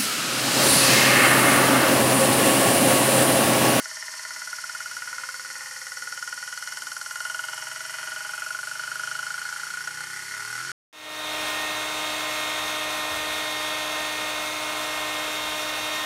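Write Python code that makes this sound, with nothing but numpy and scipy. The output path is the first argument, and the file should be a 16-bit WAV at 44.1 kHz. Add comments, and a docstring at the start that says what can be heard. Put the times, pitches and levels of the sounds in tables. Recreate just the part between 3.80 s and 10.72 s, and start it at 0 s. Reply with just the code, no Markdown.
"""A quiet room: a heavy steel disk wobbles ever faster on a glass dish.
Once a turn a nick in its rim knocks the dish: impulses excite decaying modes in families, and each
family swells and fades as the knocked spot creeps round past node lines. Between knocks the rim rolls
over fine roughness, heard as ringing and hiss, and the stand hums on low multiples of the turning rate.
Late on, one harder landing rings the low families and thumps the stand."""
import sys
import numpy as np
from scipy import signal
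from scipy.fft import rfft, irfft, next_fast_len
from scipy.io import wavfile
from scipy.ndimage import uniform_filter1d, map_coordinates

SR = 44100
rng = np.random.default_rng(int(sys.argv[2]) if len(sys.argv) > 2 else 0)


def materialize(psi):
    """Save the field psi as 16-bit PCM at rate SR to the path in sys.argv[1].

    A 1-D psi becomes a single channel; in a 2-D psi each row is a channel.
    """
    bounded = np.clip(np.atleast_2d(psi).T, -1, 1)
    quanta = np.round(bounded * 32767).astype(np.int16)
    wavfile.write(sys.argv[1], SR, quanta)


N = 305083


def amp(db):
    """Decibel law: level to amplitude ratio."""
    return 10 ** (np.asarray(db) / 20)


def unit(x):
    """Normalization to unit root mean square."""
    return x / np.sqrt(np.mean(x ** 2) + 1e-20)


def along(points, hz):
    """Interpolation of (hz, value) points on a logarithmic frequency axis."""
    f, v = np.transpose(points)
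    return np.interp(np.log(hz + 1), np.log(f + 1), v)


def curves(rows):
    """Linear interpolation in time: one value per sample for each column after start_s."""
    s, *cols = np.transpose(rows)
    return [np.interp(np.arange(N) / SR, s, c) for c in cols]


def wobble(rate):
    """Band-limited random fluctuation: a smooth curve through rate random knots a second."""
    knots = rng.standard_normal(int(N * rate / SR) + 4)
    # the spline is read every 16 samples, then joined by straight lines
    coarse = map_coordinates(knots, [np.arange(N // 16 + 2) * 16 * rate / SR])
    return np.interp(np.arange(N) / 16, np.arange(len(coarse)), coarse)


def filtered(x, response):
    """Linear filtering: the spectrum of x times a response of frequency."""
    m = next_fast_len(N + SR // 2)
    return irfft(rfft(x, m) * response(np.fft.rfftfreq(m, 1 / SR)), m)[..., :N]


def ring(drive, modes, attack=0.0018, life=1):
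    """Modal superposition: the drive convolved with decaying sines; little radiates far below them."""
    t = np.arange(SR // 8) / SR
    kernel = sum(np.sign(sign) * amp(db - 60 * t / (life * t60)) * np.sin(2 * np.pi * hz * t)
                 for hz, db, t60, sign in modes)
    edge = signal.butter(2, 0.44 * modes[0][0], "high", fs=SR, output="sos")
    return signal.oaconvolve(drive, signal.sosfilt(edge, kernel * (1 - np.exp(-t / attack))))[:N]


# small wander of the knock: start_s [s], late_ms [ms]
LATENESS = [(0, -1.1), (.25, -1.6), (.9, .5), (2.2, 1.9), (3.8, -2), (4.8, .2), (5.5, 0), (6.2, .7),
            (6.45, -.6), (6.6, -.3), (6.8, -1.2), (6.92, -3)]
# turns grow as a power of the time left before the disk falls flat
FALL_S, TURNS_AT_FALL, TURN_SCALE, TURN_POWER = 7.14634, 172.61826, 42.43853, 0.71932


def turning():
    """Finite-time power law of a settling disk: turns counted at each sample, ever faster."""
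    t = np.arange(N) / SR - curves(LATENESS)[0] / 1000
    return TURNS_AT_FALL - TURN_SCALE * (FALL_S - t) ** TURN_POWER


# knocked spot creeping round the dish: start_s [s], angle_deg [degrees]
SPOT = [(0, -32), (.23, 12.5), (1.05, 51.5), (1.86, 95), (3, 145), (4.14, 182.5), (5.3, 227.5),
        (6.38, 268.5), (6.6, 291.5), (6.92, 312.5)]


def on_dish(turns):
    """Change of reference frame: turns counted from a mark on the dish instead of the nick."""
    return turns + curves(SPOT)[0] / 360


# nodes of each family, then the click: loudest_angle_deg [degrees], node_depth_db [dB], narrowness [-]
NODES = [(93, -22.5, 2), (5, -5, 4.7), (45, -6, 0.71), (47.4, -10.5, 3.16), (3, -5, 0.52), (3, -3, 2.5),
         (43.7, -4, 8.2), (47.6, -14, 1.24), (45.5, -1.5, 1), (47, -5, 1.4)]
# angular order of each row of NODES: lines [-]
NODE_LINES = [1, 1, 2, 2, 2, 2, 2, 2, 2, 2]


def fading():
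    """Mode-shape coupling: loss in dB as the knocked spot nears the node lines of each family."""
    angle, = curves(SPOT)
    return [depth_db * np.abs(np.sin(np.radians(lines * (angle - loudest)))) ** (2 * narrow)
            for (loudest, depth_db, narrow), lines in zip(NODES, NODE_LINES)]


# relative drive at each family's loudest place: start_s [s], then lowest_db, low_db, middle_db, main_db,
# upper_db, valley_db, high_db, snap_db, low_middle_db, click_db [dB]
KNOCK = [(0, -53, -44.5, -50, -33, -29, -64, -48, -35, -51, -58),
         (.2, -56, -49.5, -48, -28.5, -26.5, -65, -48, -34, -51, -48),
         (.4, -44, -49.5, -47, -30.5, -27, -49, -60, -27, -52, -48),
         (.8, -69, -49, -49.5, -26.5, -30.5, -44, -52, -45, -52, -50),
         (1.5, -55.5, -65, -50.5, -27.5, -33, -48, -54, -14.5, -54.5, -48),
         (1.8, -53, -59, -50, -33.5, -30, -50, -50, -15, -49, -53),
         (2.1, -50, -62, -47, -28.5, -27, -48, -48, -15, -48, -50),
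         (2.3, -49.5, -65, -50, -26, -30, -46, -40, -28, -49, -52),
         (2.55, -50, -57, -48, -24, -26, -43, -37, -30, -45, -52),
         (2.9, -52, -48, -53, -23.5, -26, -44, -32.5, -43, -43.5, -45.5),
         (3.2, -52, -47, -46, -24, -34, -45, -37, -25, -45, -47),
         (3.5, -47, -39, -43, -20, -40, -50, -30, -27, -43, -45),
         (3.9, -71, -41.5, -39, -22, -36, -50, -34.5, -13, -44, -53),
         (4.2, -75, -46.5, -43.5, -24, -38, -45, -35.5, -12, -46, -48),
         (4.8, -70, -43.5, -47.5, -25, -49.5, -41, -47, -18, -52.5, -50),
         (5.4, -55, -47, -48, -24.5, -41, -52, -38, -28.5, -47, -50),
         (5.9, -63, -66, -56.5, -24, -36.5, -57, -52, -17, -48, -51.5),
         (6.3, -68, -54, -55, -22.5, -35.5, -59, -51, -24, -47, -46),
         (6.52, -63, -50, -51, -25, -28, -63, -81, -24, -52, -52),
         (6.64, -50, -50, -41, -25.5, -30, -47, -58, -27, -45, -50),
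         (6.71, -53, -51, -51, -26, -29, -45, -57, -19, -41, -49),
         (6.79, -54, -60, -48, -21, -21.5, -45, -57, -22, -42, -51),
         (6.86, -53, -51, -51, -26, -32, -44, -47, -19, -47, -46),
         (6.92, -51, -50, -57, -25, -36, -46, -48, -23, -57, -52)]


def reach():
    """Modal excitation: relative drive of each family and of the click at the struck spot, dB."""
    return [db + loss for db, loss in zip(curves(KNOCK), fading())]


# broad treble resonances of disk and dish: pitch_hz [Hz], width_hz [Hz], level_db [dB]
SHEEN = [(4340, 81, 9), (4476, 40, 10), (5480, 215, 7.5), (5806, 56, 8.5), (6590, 110, 5), (9630, 1020, 6),
         (11520, 230, 9)]
# relative noise spectrum under the resonances: pitch_hz [Hz], density_db [dB per Hz]
HISS = [(150, 8.5), (400, -50), (620, -24), (720, -48), (810, -17), (900, -13), (1500, 4), (2100, -1.5),
        (2700, -6), (3100, -2.5), (3450, -8.5), (3900, -9), (4300, -5), (5000, -3), (8000, -4), (10200, -5),
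        (12000, -9.5), (14000, -9), (15200, -25)]


def hiss(low_hz, high_hz):
    """Friction noise shaped by resonance: steel on glass between two soft band edges."""
    def response(f):
        peaks = 1 + sum((amp(db) - 1) / (1 + ((f - c) / (width / 2)) ** 2) for c, width, db in SHEEN)
        edges = ((1 + (low_hz / (f + 1)) ** 8) * (1 + (f / high_hz) ** 8)) ** -.5
        return amp(along(HISS, f)) * peaks * edges
    return unit(filtered(rng.standard_normal(N), response))


# own landing of each knock near the fall: start_s [s], strength_db [dB], rebound_db [dB]
LATE_KNOCKS = [(5.726, 1.5, -12), (5.762, -1, -16), (5.798, -2.5, -24), (5.833, 1, -15), (5.869, -0.5, -10),
               (5.904, -1, -19), (5.938, 0.5, -12), (5.973, 1.5, -17), (6.007, -0.5, -10),
               (6.041, -2.5, -11), (6.074, 4.5, -16), (6.107, -2, -13), (6.14, -5, -18), (6.173, 0.5, -9),
               (6.205, 3, -8), (6.238, 0.5, -15), (6.269, -4, -17), (6.301, -2.0, 0), (6.332, -0.5, 0),
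               (6.363, 1, -1), (6.393, 0, -9), (6.423, -1.5, -7), (6.453, -9, -17), (6.482, -2.5, -8),
               (6.511, 0, -2), (6.54, 1.5, -5), (6.568, 0, -1), (6.596, 0.5, -3), (6.623, 0.5, -11),
               (6.651, 1, -14), (6.677, -1, -25), (6.704, -2, -19), (6.729, 0.5, -8), (6.755, 1, -7),
               (6.78, -2.5, -2), (6.804, -1.5, -3), (6.828, -3, -7), (6.852, -2, -7), (6.875, -5, -13),
               (6.897, 0.0, -13)]
# earlier rebounds, away from the nodes: start_s [s], rebound_db [dB]
REBOUND = [(0, -48), (.6, -37), (1.5, -15.5), (3, -69), (4.3, -20.5), (5.2, -47), (5.7, -25)]
REBOUND_GROWS = 1.79  # dB more rebound per dB that the main family fades
SWAY_DB = .8  # over a few knocks


def blow_train(turns):
    """Periodic impulsive excitation: one blow a turn, each with a rebound; returns hit mask and blows."""
    # the blow starts 0.83 ms before the turn is full
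    edge = np.floor(turns + 0.00083 * np.gradient(turns) * SR)
    hit = np.diff(edge, prepend=edge[0] - 1) > 0
    strength_db, late_rebound_db = (c[hit] for c in curves(LATE_KNOCKS))
    near_fall = np.flatnonzero(hit) / SR > LATE_KNOCKS[0][0] - .01
    first = np.zeros(N)
    first[hit] = amp(np.where(near_fall, strength_db, SWAY_DB * wobble(4.5)[hit]))
    early_rebound_db = (curves(REBOUND)[0] - REBOUND_GROWS * fading()[3])[hit]
    again = first.copy()
    again[hit] *= amp(np.where(near_fall, late_rebound_db, early_rebound_db))
    return hit, first + np.pad(again, (round(.0095 * SR), 0))[:N]  # rebound 9.5 ms later


# mode families of the dish, each mode: pitch_hz [Hz], level_db [dB], t60_s [s before any shortening],
# sign at the microphone [-]
DISH = [
    [(526, -1, 0.12, -1)],
    [(391, -9.5, 0.069, 1), (637, 4.5, 0.078, 1)],
    [(983, 4.5, 0.048, -1), (1045.6, -4, 0.12, -1), (1192, -6, 0.073, -1)],
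    [(1346, 3, 0.018, -1), (1560, -26, 0.01, 1), (1455, 3.5, 0.057, 1), (1602, -6.5, 0.021, 1)],
    [(1877, 8.5, 0.015, 1), (1770, -5, 0.016, -1), (2200, -9, 0.0062, 1), (1989, -10, 0.071, 1),
     (2137, -15.5, 0.11, -1)],
    [(2517, -10.5, 0.024, 1), (2680, -2, 0.011, 1)],
    [(2940, 6.5, 0.025, 1), (3065, 5, 0.019, 1)],
    [(1385, -3.5, 0.02, 1), (1660, -19.5, 0.0081, 1)],
    [(829.7, 5.5, 0.052, 1)],
]
# rise of each family: attack_s [s]
ATTACK_S = [0.0007, 0.0032, 0.0011, 0.0013, 0.0009, 0.0019, 0.0015, 0.00013, .001]
# how dry the knocks ring, now shorter, now longer: start_s [s], share of short ring [0-1]
DRYNESS = [(0, 0.23), (.3, 0.2), (.6, 0.2), (1.1, .1), (1.5, 0.2), (2, 0.25), (2.25, 0.27), (2.5, 0.52),
           (2.8, 0.78), (3.1, .5), (3.5, 0.5), (3.8, 0.41), (4.4, 0), (4.8, 0.22), (5.2, 0.2), (5.8, 0.42),
           (6.2, 0.52), (6.5, 0.25), (6.65, 0.65), (6.78, 0.67), (6.92, 0.67)]
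# slow filling of the main mode from its neighbours: start_s [s], level_db [dB]
BLOOM = [(0, -45), (.5, -37), (1.2, -37), (1.55, -29), (1.75, -29), (1.95, -28.5), (2.2, -25.5), (2.4, -35),
         (3.4, -40), (3.9, -34), (4.3, -30.5), (4.6, -33), (6.2, -41), (6.55, -34), (6.92, -41)]
SCATTER_DB = 1.3  # from knock to knock
TICK_DB = 16  # tick over the click level


def knocks(turns):
    """Impact response: blows ring the mode families, with a sharp tick and a puff of hiss."""
    hit, blows = blow_train(turns)
    scatter_db = SCATTER_DB * rng.standard_normal((int(hit.sum()), len(NODES))).T
    latest = np.maximum(np.cumsum(hit) - 1, 0)  # index of the knock now sounding
    *levels, click_db = reach()
    drives = [blows * amp(db + 1.5 + chance[latest]) for db, chance in zip(levels, scatter_db)]
    short = np.clip(curves(DRYNESS)[0], 0, 1)
    body = sum(ring((1 - short) * drive, modes, rise) + ring(short * drive, modes, rise, life=0.26)
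               for modes, drive, rise in zip(DISH, drives, ATTACK_S))
    bloom = ring(blows * amp(curves(BLOOM)[0]), [(1450.5, 4.6, .05, 1)], attack=0.013)
    click = blows * amp(click_db + scatter_db[-1][latest])
    puff_decay = amp(12.0 - 60 * np.arange(SR // 25) / SR / 0.032)  # 60 dB in 32 ms
    puff = signal.fftconvolve(click, puff_decay)[:N] * hiss(3200, 9400)
    band = signal.butter(2, [3000, 8000], "band", fs=SR, output="sos")
    tick = amp(TICK_DB) * signal.sosfilt(band, click)
    return body + bloom + puff - tick


def texture(turns, memory, size=512):
    """Cyclic surface roughness: size cells met again each turn and renewed over some turns."""
    field = rng.standard_normal((round(turns[-1] - turns[0]) + 40, size))  # one row a turn
    laps = np.arange(-12, 13)
    field = signal.fftconvolve(field, np.exp(-(laps[:, None] / memory) ** 2), "same", axes=0)
    place = [turns - turns[0] + 16, turns % 1 * size]
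    return unit(map_coordinates(field, place, order=1, mode="grid-wrap"))


# relative layer levels: start_s [s], ring_db, scrape_db, fizz_db, hum_db [dB]
ROLL = [(0, -40.5, -42, -43.5, -75.5), (1.2, -42, -39.5, -41.5, -66.5), (1.55, -42, -40.5, -42, -69),
        (1.9, -42, -43, -42, -69.5), (2.2, -42, -43.5, -42, -68), (2.6, -41.5, -43.5, -43, -69.5),
        (3.3, -40, -44.5, -40.5, -69.5), (3.9, -39, -39.5, -41.5, -62), (4.6, -37.5, -39.5, -40.5, -66),
        (5.3, -39, -35.5, -41.5, -58.5), (5.8, -37, -36, -41.5, -64), (6.2, -37, -37, -42, -55.5),
        (6.5, -39.5, -37, -41.5, -58), (6.75, -38, -37.5, -41, -53.5), (6.92, -35, -36.5, -44, -49.5)]
# rough stretches of track: start_s [s], scrape_place [turns after the knock], scrape_swell_db [dB],
# fizz_place [turns after the knock], fizz_swell_db [dB]
PATCH = [(0, 0.88, 4.5, 0.52, 6), (1.2, 0.39, 1.5, 0.68, 1.5), (2.6, -0.011, 3.5, 0.29, 7),
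         (4.2, -0.013, 4, 0.32, 5), (5, -0.74, 2, 0.65, 3), (6.2, -0.88, 1.5, 0.21, 3.5),
         (6.92, -0.41, 6.5, .15, 3)]
# relative rolling level of each family: level_db [dB]
ROLL_DB = [-30, -25, -14, -6.5, -7, -14, -12, -10, -19]
# share of the knock's swell that each family's rolling ring copies: share [0-1]
ROLL_FOLLOWS = [0.36, 0.33, 0.45, .5, 0.45, .4, 0.33, .3, .4]
# rough specks of the dish in scrape, shine and fizz: depth_db [dB]
GRIT_DB = [1.5, 1, 1.7]
REPEAT = .65  # power share of the roughness met again a turn later
CHATTER_DB, CHATTER_TURNS = 6, .2  # the rim chatters on after the nick
SHINE_DB, SHINE_FADE_S = -41.5, 2.79  # fades as the disk sinks; 1 dB down at this time


def rolling(turns):
    """Rolling-contact noise: roughness keeps the dish ringing, and hiss swells on rough track."""
    ring_db, scrape_db, fizz_db, _ = curves(ROLL)
    place, swell_db, fizz_place, fizz_swell_db = curves(PATCH)

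    def bump(at, sharp):
        """Circular bell: a swell to 1 once a turn."""
        return np.exp(sharp * (np.cos(2 * np.pi * (turns - at)) - 1))

    drive = np.sqrt(REPEAT) * texture(turns, memory=4.6) + np.sqrt(1 - REPEAT) * rng.standard_normal(N)
    chatter_db = CHATTER_DB * np.exp(-(turns % 1) / CHATTER_TURNS)
    drive = drive * amp(1.17 * wobble(60) + 1.6 * wobble(5) + chatter_db)
    # a family that the knock reaches well is also reached well by the rolling rim
    body = sum(amp(db + share * (near - near.mean())) * unit(ring(drive, modes, life=0.83))
               for modes, db, share, near in zip(DISH, ROLL_DB, ROLL_FOLLOWS, reach()))
    grit = [amp(db * texture(on_dish(turns), memory=3.7, size=40)) for db in GRIT_DB]
    rough = amp(swell_db * bump(place, 1.0))
    scrape = amp(scrape_db - 3.0) * unit(rough * grit[0] * hiss(290, 7160))
    # a treble resonance
    shine_db = SHINE_DB - (np.arange(N) / SR / SHINE_FADE_S) ** 4
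    shine = amp(shine_db) * unit(rough ** 1.6 * grit[1] * hiss(5150, 5950))
    fizz = amp(fizz_swell_db * bump(fizz_place, 4.4)) * grit[2] * hiss(7860, 7700)
    top = amp(1.2 * bump(fizz_place + 0.23, 2.5) + .4 * wobble(300)) * hiss(12000, 20000)
    treble = amp(fizz_db) * (amp(-3.0) * unit(fizz) + amp(-12.5) * unit(top))
    return amp(ring_db - 3.0) * unit(body) + scrape + shine + treble


# relative response of the stand: pitch_hz [Hz], level_db [dB]
STAND = [(24, -57), (45, -35), (70, -14), (92, 0), (102, 1.5), (120, 5), (160, 2), (200, -8.5), (300, -4.5),
         (420, 0), (520, -30), (620, -42), (1060, -120)]
# strength of multiples 2, 3, 4 .. of the turning rate: level_db [dB]
ORDER_DB = [-11, -1.5, -3, 1, -1.5, -1.5, -1, -2, -4, -1, -4, -8.5, -3.5, -1, 3, -13, -5]
# multiple that leads the hum: start_s [s], multiple [-]
LEAD = [(0, 6), (3.2, 6), (3.6, 5.4), (5.5, 5.4), (6.05, 5), (6.4, 4.2), (6.65, 3), (6.92, 3)]
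# gain of the multiples from the 7th up: start_s [s], gain_db [dB]
BUZZ = [(0, -4), (2, -1), (3.5, -3.5), (4.5, 1.5), (5.5, 2.5), (6.1, 2), (6.5, 1), (6.92, 3.5)]
LEAD_DB, LEAD_WIDTH = 6.5, 0.75  # how far the leader stands out; over how many multiples
HUM_PLACE, HUM_SPREAD = 1.05, .035  # hardest push on the dish; scatter per multiple, both in turns


def stand(turns):
    """Forced resonance: each multiple of the turning rate is loud while it crosses the stand's peak."""
    rate = np.gradient(turns) * SR
    place = on_dish(turns) - HUM_PLACE
    lead, buzz_db = curves(LEAD)[0], curves(BUZZ)[0]
    hum = np.zeros(N)
    for k, db in enumerate(ORDER_DB, start=2):
        lead_db = LEAD_DB * np.exp(-((k - lead) / LEAD_WIDTH) ** 2)
        drift_db = 2.5 * wobble(1.01)
        level_db = db + along(STAND, k * rate) + (k > 6) * buzz_db + lead_db + drift_db
        hum += amp(level_db) * np.cos(2 * np.pi * k * (place + HUM_SPREAD * rng.standard_normal()))
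    running_level = np.sqrt(uniform_filter1d(hum ** 2, size=SR // 3))
    rumble = unit(filtered(rng.standard_normal(N), lambda f: amp(along(STAND, f))))
    return amp(curves(ROLL)[3]) * (hum / running_level + amp(-16) * rumble)


# relative spectrum of the quiet air: pitch_hz [Hz], density_db [dB per Hz]
ROOM = [(25, -12), (50, -1), (100, -38), (190, 2.5), (290, -2), (400, 2.5), (600, -1.5), (720, -18),
        (850, -16), (2000, -33)]


def room():
    """Background noise with a shaped spectrum and an unsteady level: the quiet, uneven air of the room."""
    air = unit(filtered(rng.standard_normal(N), lambda f: amp(along(ROOM, f))))
    return amp(-69 + 2.8 * wobble(7)) * air


# one harder landing: start_s [s], relative level_db [dB]
BUMP = [(6.073, -10.5)]


def landing():
    """Impulse response: a harder landing rings the low families and thumps the stand."""
    blow = np.zeros(N)
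    for s, db in BUMP:
        blow[round(s * SR)] = amp(db - 37)
    thump = [(150, -15, 0.073, 1)]
    return ring(blow, thump + DISH[0] + DISH[1] + DISH[2], life=1.0)


# cancellation of dish modes at the microphone: pitch_hz [Hz], width_hz [Hz], level_db [dB]
DIPS = [(470, 70, -6), (725, 110, -12)]


def cancelled(x):
    """Destructive interference: quiet gaps between modes, as second-order notches."""
    def response(f):
        return np.prod([(c * c - f * f + 1j * f * width * amp(db)) / (c * c - f * f + 1j * f * width)
                        for c, width, db in DIPS], axis=0)
    return filtered(x, response)


def scene():
    """Superposition: all but the stand's hum passes the cancelling notches."""
    turns = turning()
    notched = cancelled(knocks(turns) + rolling(turns) + landing() + room())
    return (notched + stand(turns))[None]


TOP_HZ = 15230  # band limit


def record(dry):
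    """Band limitation: the small microphone drops the deep bass; nothing is kept above the limit."""
    return filtered(dry, lambda hz: (hz < TOP_HZ) / (1 + (45 / (hz + 1)) ** 2))


dry = scene()
out = record(dry)
materialize(out)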